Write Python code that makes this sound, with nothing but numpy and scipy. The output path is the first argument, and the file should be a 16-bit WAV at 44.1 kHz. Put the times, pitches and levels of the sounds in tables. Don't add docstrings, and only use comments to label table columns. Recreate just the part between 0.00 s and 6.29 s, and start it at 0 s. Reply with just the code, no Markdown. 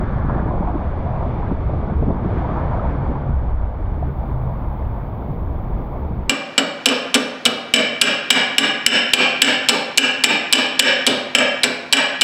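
import sys
import numpy as np
from scipy import signal
from scipy.fft import rfft, irfft, next_fast_len
from scipy.io import wavfile
from scipy.ndimage import uniform_filter1d, minimum_filter1d, map_coordinates

SR = 44100
rng = np.random.default_rng(int(sys.argv[2]) if len(sys.argv) > 2 else 0)


def generate_wav(signal):
    frames = np.transpose(np.atleast_2d(signal))
    scaled = np.clip(frames, -1, 1) * 32767
    pcm = np.round(scaled).astype(np.int16)
    wavfile.write(sys.argv[1], SR, pcm)


N = 277609

# frequency in Hz, relative level in dB per Hz.
RUSH_COLOUR = [(250, -26), (420, -14.5), (492, 2), (663, 2.5), (938, 0.5), (1200, -7.5), (1560, -44.5),
               (2640, -120)]
UNREST_DB = -1


def amp(db):
    return 10 ** (np.asarray(db) / 20)


def unit(x):
    return x / np.sqrt(np.mean(x ** 2) + 1e-20)


def noise():
    return rng.standard_normal(N)


def curves(rows):
    s, *columns = np.transpose(rows)
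    return [np.interp(np.arange(N) / SR, s, column) for column in columns]


def wobble(rate):
    return map_coordinates(rng.standard_normal(1000), [np.arange(N) * rate / SR])


def filtered(x, response):
    m = next_fast_len(N + SR // 2)
    gain = response(np.fft.rfftfreq(m, 1 / SR))
    return irfft(rfft(x, m) * gain, m)[..., :N]


def coloured(x, spectrum):
    f, db = np.transpose(spectrum)
    return unit(filtered(x, lambda hz: amp(np.interp(np.log(hz + 1), np.log(f + 1), db))))


def patchy(depth_db):
    z = signal.stft(noise(), nperseg=512)[2]
    field = uniform_filter1d(rng.standard_normal(z.shape), size=5, axis=0)
    field = uniform_filter1d(field, size=8, axis=1)
    patches = z * amp(depth_db * unit(field))
    return unit(signal.istft(patches, nperseg=512)[1][:N])


def evened(x, share, seconds):
    size = max(int(seconds * SR), 1)
    swell = np.sqrt(np.abs(uniform_filter1d(x ** 2, size=size)) + 1e-9)
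    return unit(x / swell ** np.clip(share, 0, 1))


def strength(x, size):
    return np.sqrt(np.abs(uniform_filter1d(x ** 2, size=size)))


def swells(events):
    t = np.arange(N) / SR
    ramp_s = 0.055
    power = 0
    for s, length, db in events:
        shape = np.clip(np.minimum(t - s, s + length - t) / ramp_s + .5, 0, 1)
        power = power + (amp(db) * shape) ** 2
    return np.sqrt(power)


def rings(s, db, hz, t60, rise, attack, size):
    t = np.arange(size) / SR
    t60 = np.maximum(t60, 1e-3) * np.ones(len(s))
    s, db, hz, t60 = (np.asarray(v)[:, None] for v in (s, db, hz, t60))
    shape = amp(-60 * t / t60) * (1 - np.exp(-t / attack))
    shape = shape / shape.max(axis=1, keepdims=True)
    wave = amp(db) * shape * np.sin(2 * np.pi * hz * t * (1 + rise * t / t60))
    where = (s * SR).astype(int) + np.arange(size)
    return np.bincount(where.ravel(), wave.ravel(), N + size)[:N]


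def wavering_tone(hz, waver):
    phase = 2 * np.pi * np.cumsum(hz * (1 + waver * wobble(12))) / SR
    return unit(np.sin(phase) * amp(1.1 * wobble(8.3)))


def shell_drum():
    # time in seconds, level in dB, pitch in Hz before it wavers.
    drum_rows = [(0, -21.5, 59.84), (.85, -23, 57.18), (.93, -24.5, 91.77), (1.25, -24.5, 83.7),
                 (1.42, -22.5, 53.83), (1.97, -21.5, 75.38), (2.03, -20.5, 48.17), (2.12, -23, 51.3),
                 (2.5, -23.5, 52.97), (2.7, -21.5, 62.54), (3.2, -26.5, 64.16), (3.31, -21, 83.03),
                 (3.4, -23, 62.04), (3.48, -21, 54.8), (3.55, -24, 62.4), (3.61, -26, 47.45),
                 (3.87, -21.5, 52.98), (4.0, -24, 69.85), (4.2, -29.5, 69.2), (4.3, -25, 56.26),
                 (4.6, -24, 52.46), (4.78, -26.5, 54.44), (4.85, -25, 75), (4.92, -23.5, 65.5),
                 (4.97, -27.5, 50.17), (5.33, -27.5, 51.46), (5.45, -26.5, 64.2), (5.75, -25, 50.25),
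                 (5.95, -27, 77.8), (6.29, -27.5, 60.5)]
    # frequency in Hz, relative level in dB per Hz.
    rumble_colour = [(8.8, -27), (15, 0), (59, 1), (110, -5), (140, -31), (240, -120)]
    # start in seconds, length in seconds, full level in dB.
    surge_rows = [(.08, 0.061, -30.5), (.565, .035, -16), (.625, 0.023, -21.5), (.665, .035, -19.5),
                  (.85, 0.071, -21.5), (.93, 0.13, -26.5), (1.19, 0.11, -22.5), (1.65, 0.072, -22),
                  (1.945, 0.086, -17), (2.083, 0.052, -21), (2.308, 0.14, -24), (2.66, 0.024, -20.5),
                  (2.73, 0.055, -19.5), (2.85, 0.07, -18.5), (3.06, 0.061, -20), (3.31, .1, -18.5),
                  (3.464, 0.027, -19), (3.52, 0.058, -16.5), (3.59, .1, -18.5), (3.8, 0.069, -27),
                  (4.005, 0.089, -22.5), (4.178, 0.045, -18.5), (4.29, .06, -20.5), (4.63, .1, -23),
                  (4.8, 0.1, -23.5), (5.4, 0.2, -25), (5.72, 0.043, -19), (6.0, 0.077, -26.5),
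                  (6.19, 0.034, -23)]
    steady_note_db, surge_rumble_db = -7.5, -5

    drum_db, drum_hz = curves(drum_rows)
    note = wavering_tone(drum_hz, 0.039)
    rumble = evened(coloured(noise(), rumble_colour), 0.81, 0.079)
    steady = amp(drum_db + UNREST_DB * wobble(9.2))
    surge = swells(surge_rows)
    note_gain = np.hypot(amp(steady_note_db) * steady, surge)
    rumble_gain = np.hypot(steady, amp(surge_rumble_db) * surge)
    drum = note_gain * note + rumble_gain * rumble
    drum_level = np.hypot(steady, surge)
    return drum_level * evened(drum / drum_level, 0.7, 0.044)


def shell_panel():
    # time in seconds, level in dB.
    boom_rows = [(0, -41), (.5, -30), (.97, -35.5), (1.3, -34.5), (2.4, -29), (3.4, -33.5), (3.7, -40.5),
                 (4.1, -34), (4.7, -33), (6.29, -35.5)]
    # centre in Hz, width in Hz, relative level in dB.
    panel_modes = [(126.7, 18, -3), (122, 65, -3)]
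    # start in seconds, length in seconds, full level in dB.
    flex_rows = [(.134, 0.05, -22.5), (.23, 0.15, -25.5), (.48, 0.04, -28), (1.05, 0.14, -25),
                 (1.277, 0.023, -20.5), (1.357, 0.039, -26.5), (1.69, 0.061, -27), (1.98, 0.04, -22.5),
                 (2.05, 0.036, -20.5), (2.295, .047, -27.5), (2.6, 0.12, -28.5), (2.97, 0.076, -24),
                 (3.14, .08, -28.5), (3.255, 0.093, -24.5), (3.42, 0.048, -26), (4.0, .14, -29),
                 (4.3, .23, -26.5), (5.0, 0.065, -30), (5.28, 0.054, -26.5), (6.1, 0.1, -31.5)]
    panel_hz, flex_noise_db = 131, -4

    def resonance(f):
        return sum(amp(db) * np.exp(-((f - c) / w) ** 2) for c, w, db in panel_modes)

    ring = wavering_tone(panel_hz * (1 + .04 * wobble(4.3)), .025)
    boom = evened(filtered(noise(), resonance), 0.5, 0.038)
    steady = amp(curves(boom_rows)[0] + UNREST_DB * wobble(12))
    flex = swells(flex_rows)
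    boom_gain = np.hypot(steady, amp(flex_noise_db) * flex)
    panel_level = np.hypot(boom_gain, flex)
    return panel_level * evened((boom_gain * boom + flex * ring) / panel_level, 0.43, 0.027)


def small_bubbles():
    draw = rng.standard_normal((2500, 3))
    when = rng.random(len(draw)) * N / SR
    hz = 800 * np.exp(0.399 * draw[:, 0])
    bubbles = rings(when, 3 * draw[:, 1], hz, 14 / hz, rise=.15, attack=0.0039, size=1900)
    return coloured(bubbles, [(400, -23.5), (550, -7.0), (1200, -9.0), (1900, -19.0)])


def water():
    # time in seconds, slosh level in dB, rush level in dB.
    water_rows = [(0.03, -22.5, -29.5), (0.05, -29.5, -33), (0.48, -28, -28.5), (0.88, -30, -32.5),
                  (1.2, -29, -30), (1.62, -30, -35.5), (2.17, -26, -32), (2.3, -28, -33.5),
                  (2.43, -26, -27.5), (2.8, -29.5, -28.5), (3.17, -30, -33), (3.59, -36.5, -37.5),
                  (4.03, -32, -37), (4.2, -34, -34.5), (4.46, -33, -34.5), (4.6, -33.5, -35),
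                  (4.76, -35, -35), (5.1, -34, -36), (5.5, -31.5, -36), (5.92, -33.5, -35.5),
                  (6.14, -30.5, -36), (6.29, -33.5, -36)]
    # time in seconds, froth level in dB, spray level in dB.
    foam_rows = [(0.03, -39, -50.5), (0.17, -38.5, -52.5), (0.29, -35.5, -52), (0.44, -38.5, -53.5),
                 (0.56, -44.5, -54), (0.85, -43, -52.5), (1.35, -46, -51.5), (1.49, -41, -52.5),
                 (1.55, -44, -53), (2.19, -46.5, -54), (2.33, -39, -49.5), (2.46, -40.5, -50),
                 (2.6, -37.5, -49.5), (2.77, -39.5, -50.5), (3.52, -48, -57.5), (4.6, -49, -57),
                 (5.4, -52.5, -58.5), (6.29, -50, -56.5)]
    # frequency in Hz, relative level in dB per Hz.
    slosh_colour = [(88, -41), (150, 0.5), (190, -1), (260, -5.5), (460, -10.5), (600, -39.5), (1010, -120)]
    froth_colour = [(900, -35.5), (1150, -4.5), (1500, -8), (1750, -12.5), (1950, -21), (2300, -36),
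                    (4000, -120)]
    spray_colour = [(1500, -41), (1900, -3), (2250, -1.5), (2700, -12), (3050, -13), (3550, -12),
                    (3900, -20), (4600, -22), (5200, -29.5), (6000, -31), (7500, -46), (8000, -47.5),
                    (10500, -57), (12000, -120)]

    slosh_db, rush_db = curves(water_rows)
    froth_db, spray_db = curves(foam_rows)
    surge = wobble(16)
    slosh = evened(coloured(patchy(0.15), slosh_colour), 0.55, 0.065)
    rush = unit(coloured(patchy(0.97), RUSH_COLOUR) + amp(-6.5) * small_bubbles())
    froth = coloured(patchy(1.2), froth_colour)
    spray = evened(coloured(patchy(0.3), spray_colour), 0.095, 0.016)
    return (slosh * amp(slosh_db + 1.5 * surge)
            + rush * amp(rush_db + 0.3 * surge + 0.9 * wobble(6))
            + froth * amp(froth_db + 0.25 * surge)
            + spray * amp(spray_db + 0.54 * surge))


def thumps():
    # start in seconds, peak level of the lower tone in dB, its first pitch in Hz.
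    thump_rows = [(0.104, -19, 141), (0.247, -14, 149), (0.285, -15, 145), (0.385, -18.5, 173),
                  (0.399, -12, 177), (0.424, -13.5, 187), (0.46, -15.5, 246), (0.489, -15.5, 142),
                  (0.356, -16, 332), (0.534, -23.5, 331), (0.607, -13.5, 189), (0.738, -19.5, 331),
                  (0.748, -13.5, 235), (0.756, -16, 320), (1.514, -12, 187), (1.519, -13.5, 290),
                  (1.705, -18, 140), (1.86, -24.5, 230), (2.565, -20.5, 168), (1.921, -12.5, 196),
                  (2.02, -15, 274), (2.065, -13, 151), (2.081, -9, 161), (2.101, -10.5, 199),
                  (2.246, -20.5, 298), (2.258, -12, 199.5), (2.031, -19, 435), (2.092, -15, 299),
                  (2.078, -17, 381), (2.107, -19, 425), (3.098, -15.5, 229.5), (3.115, -18.5, 286),
                  (3.293, -14.5, 143), (4.093, -24, 179.5), (4.75, -24, 185), (5.3, -26.5, 166),
                  (5.568, -22, 215), (6.11, -24.5, 208), (6.185, -20, 176)]
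    # frequency in Hz, relative level in dB per Hz.
    slap_colour = [(120, -35), (220, 13.5), (500, -6), (900, -5), (1400, -18), (3000, -90.5)]

    s, db, hz = np.transpose(thump_rows)
    blows = 0
    for ratio, up_db in [(1, 0), (1.608, -12)]:
        blows = blows + rings(s, db + up_db, hz * ratio, 0.041, rise=-0.069, attack=0.0017, size=4000)
    push = strength(blows, 260)
    return blows + amp(-9.0) * push * coloured(noise(), slap_colour)


def gulps():
    # start in seconds, peak level in dB, first pitch in Hz.
    gulp_rows = [(0.296, -18.5, 998), (0.298, -25.5, 1340), (0.508, -22.5, 1014), (0.383, -23, 750),
                 (0.488, -23.5, 658), (0.538, -22.5, 647), (0.625, -21.5, 898), (0.673, -18, 705),
                 (1.064, -21, 710), (1.09, -21.5, 725), (1.399, -24.5, 794), (1.43, -22.5, 965),
                 (1.508, -25.5, 890), (1.694, -22.5, 590), (1.735, -22.5, 600), (1.828, -24.5, 597),
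                 (1.899, -20.5, 703), (2.025, -19, 607), (2.101, -19, 633), (0.571, -24, 800),
                 (2.157, -23.5, 560), (2.292, -22.5, 634), (2.31, -22, 696), (2.417, -23, 746),
                 (2.444, -21, 870), (2.488, -22.5, 693), (2.562, -19.5, 870), (2.575, -21.5, 935),
                 (2.73, -22, 955), (2.745, -19.5, 654), (2.785, -24, 720), (2.795, -24.5, 1240),
                 (2.851, -23.5, 896), (4.026, -19.5, 720)]
    pockets = rings(*np.transpose(gulp_rows), 0.031, rise=0.051, attack=0.0012, size=4000)
    fizz = strength(pockets, 200) * coloured(noise(), RUSH_COLOUR)
    return pockets + amp(-7) * fizz


def hiss():
    # time in seconds, level in dB before the top is cut off.
    hiss_rows = [(3.0, -102), (3.3, -83), (4.2, -67), (6.0, -67), (6.1, -70.5)]
    # frequency in Hz, relative level in dB per Hz.
    thin_colour = [(9000, -90), (10700, -34), (11500, -9), (12100, 0), (12600, 1), (13200, -2), (15750, -2)]
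    return amp(curves(hiss_rows)[0]) * coloured(noise(), thin_colour)


def scene():
    shell = shell_drum() + shell_panel()
    return (shell + water() + thumps() + gulps() + hiss())[None]


def record(dry):
    ceiling, top_hz = .52, 15750
    bass = filtered(dry, lambda hz: hz < 1500)
    gain = (1 + np.abs(bass / ceiling) ** 4) ** -.25
    gain = uniform_filter1d(minimum_filter1d(gain, size=441), size=441)
    return filtered(dry * gain, lambda hz: hz < top_hz)


dry = scene()
out = record(dry)
generate_wav(out)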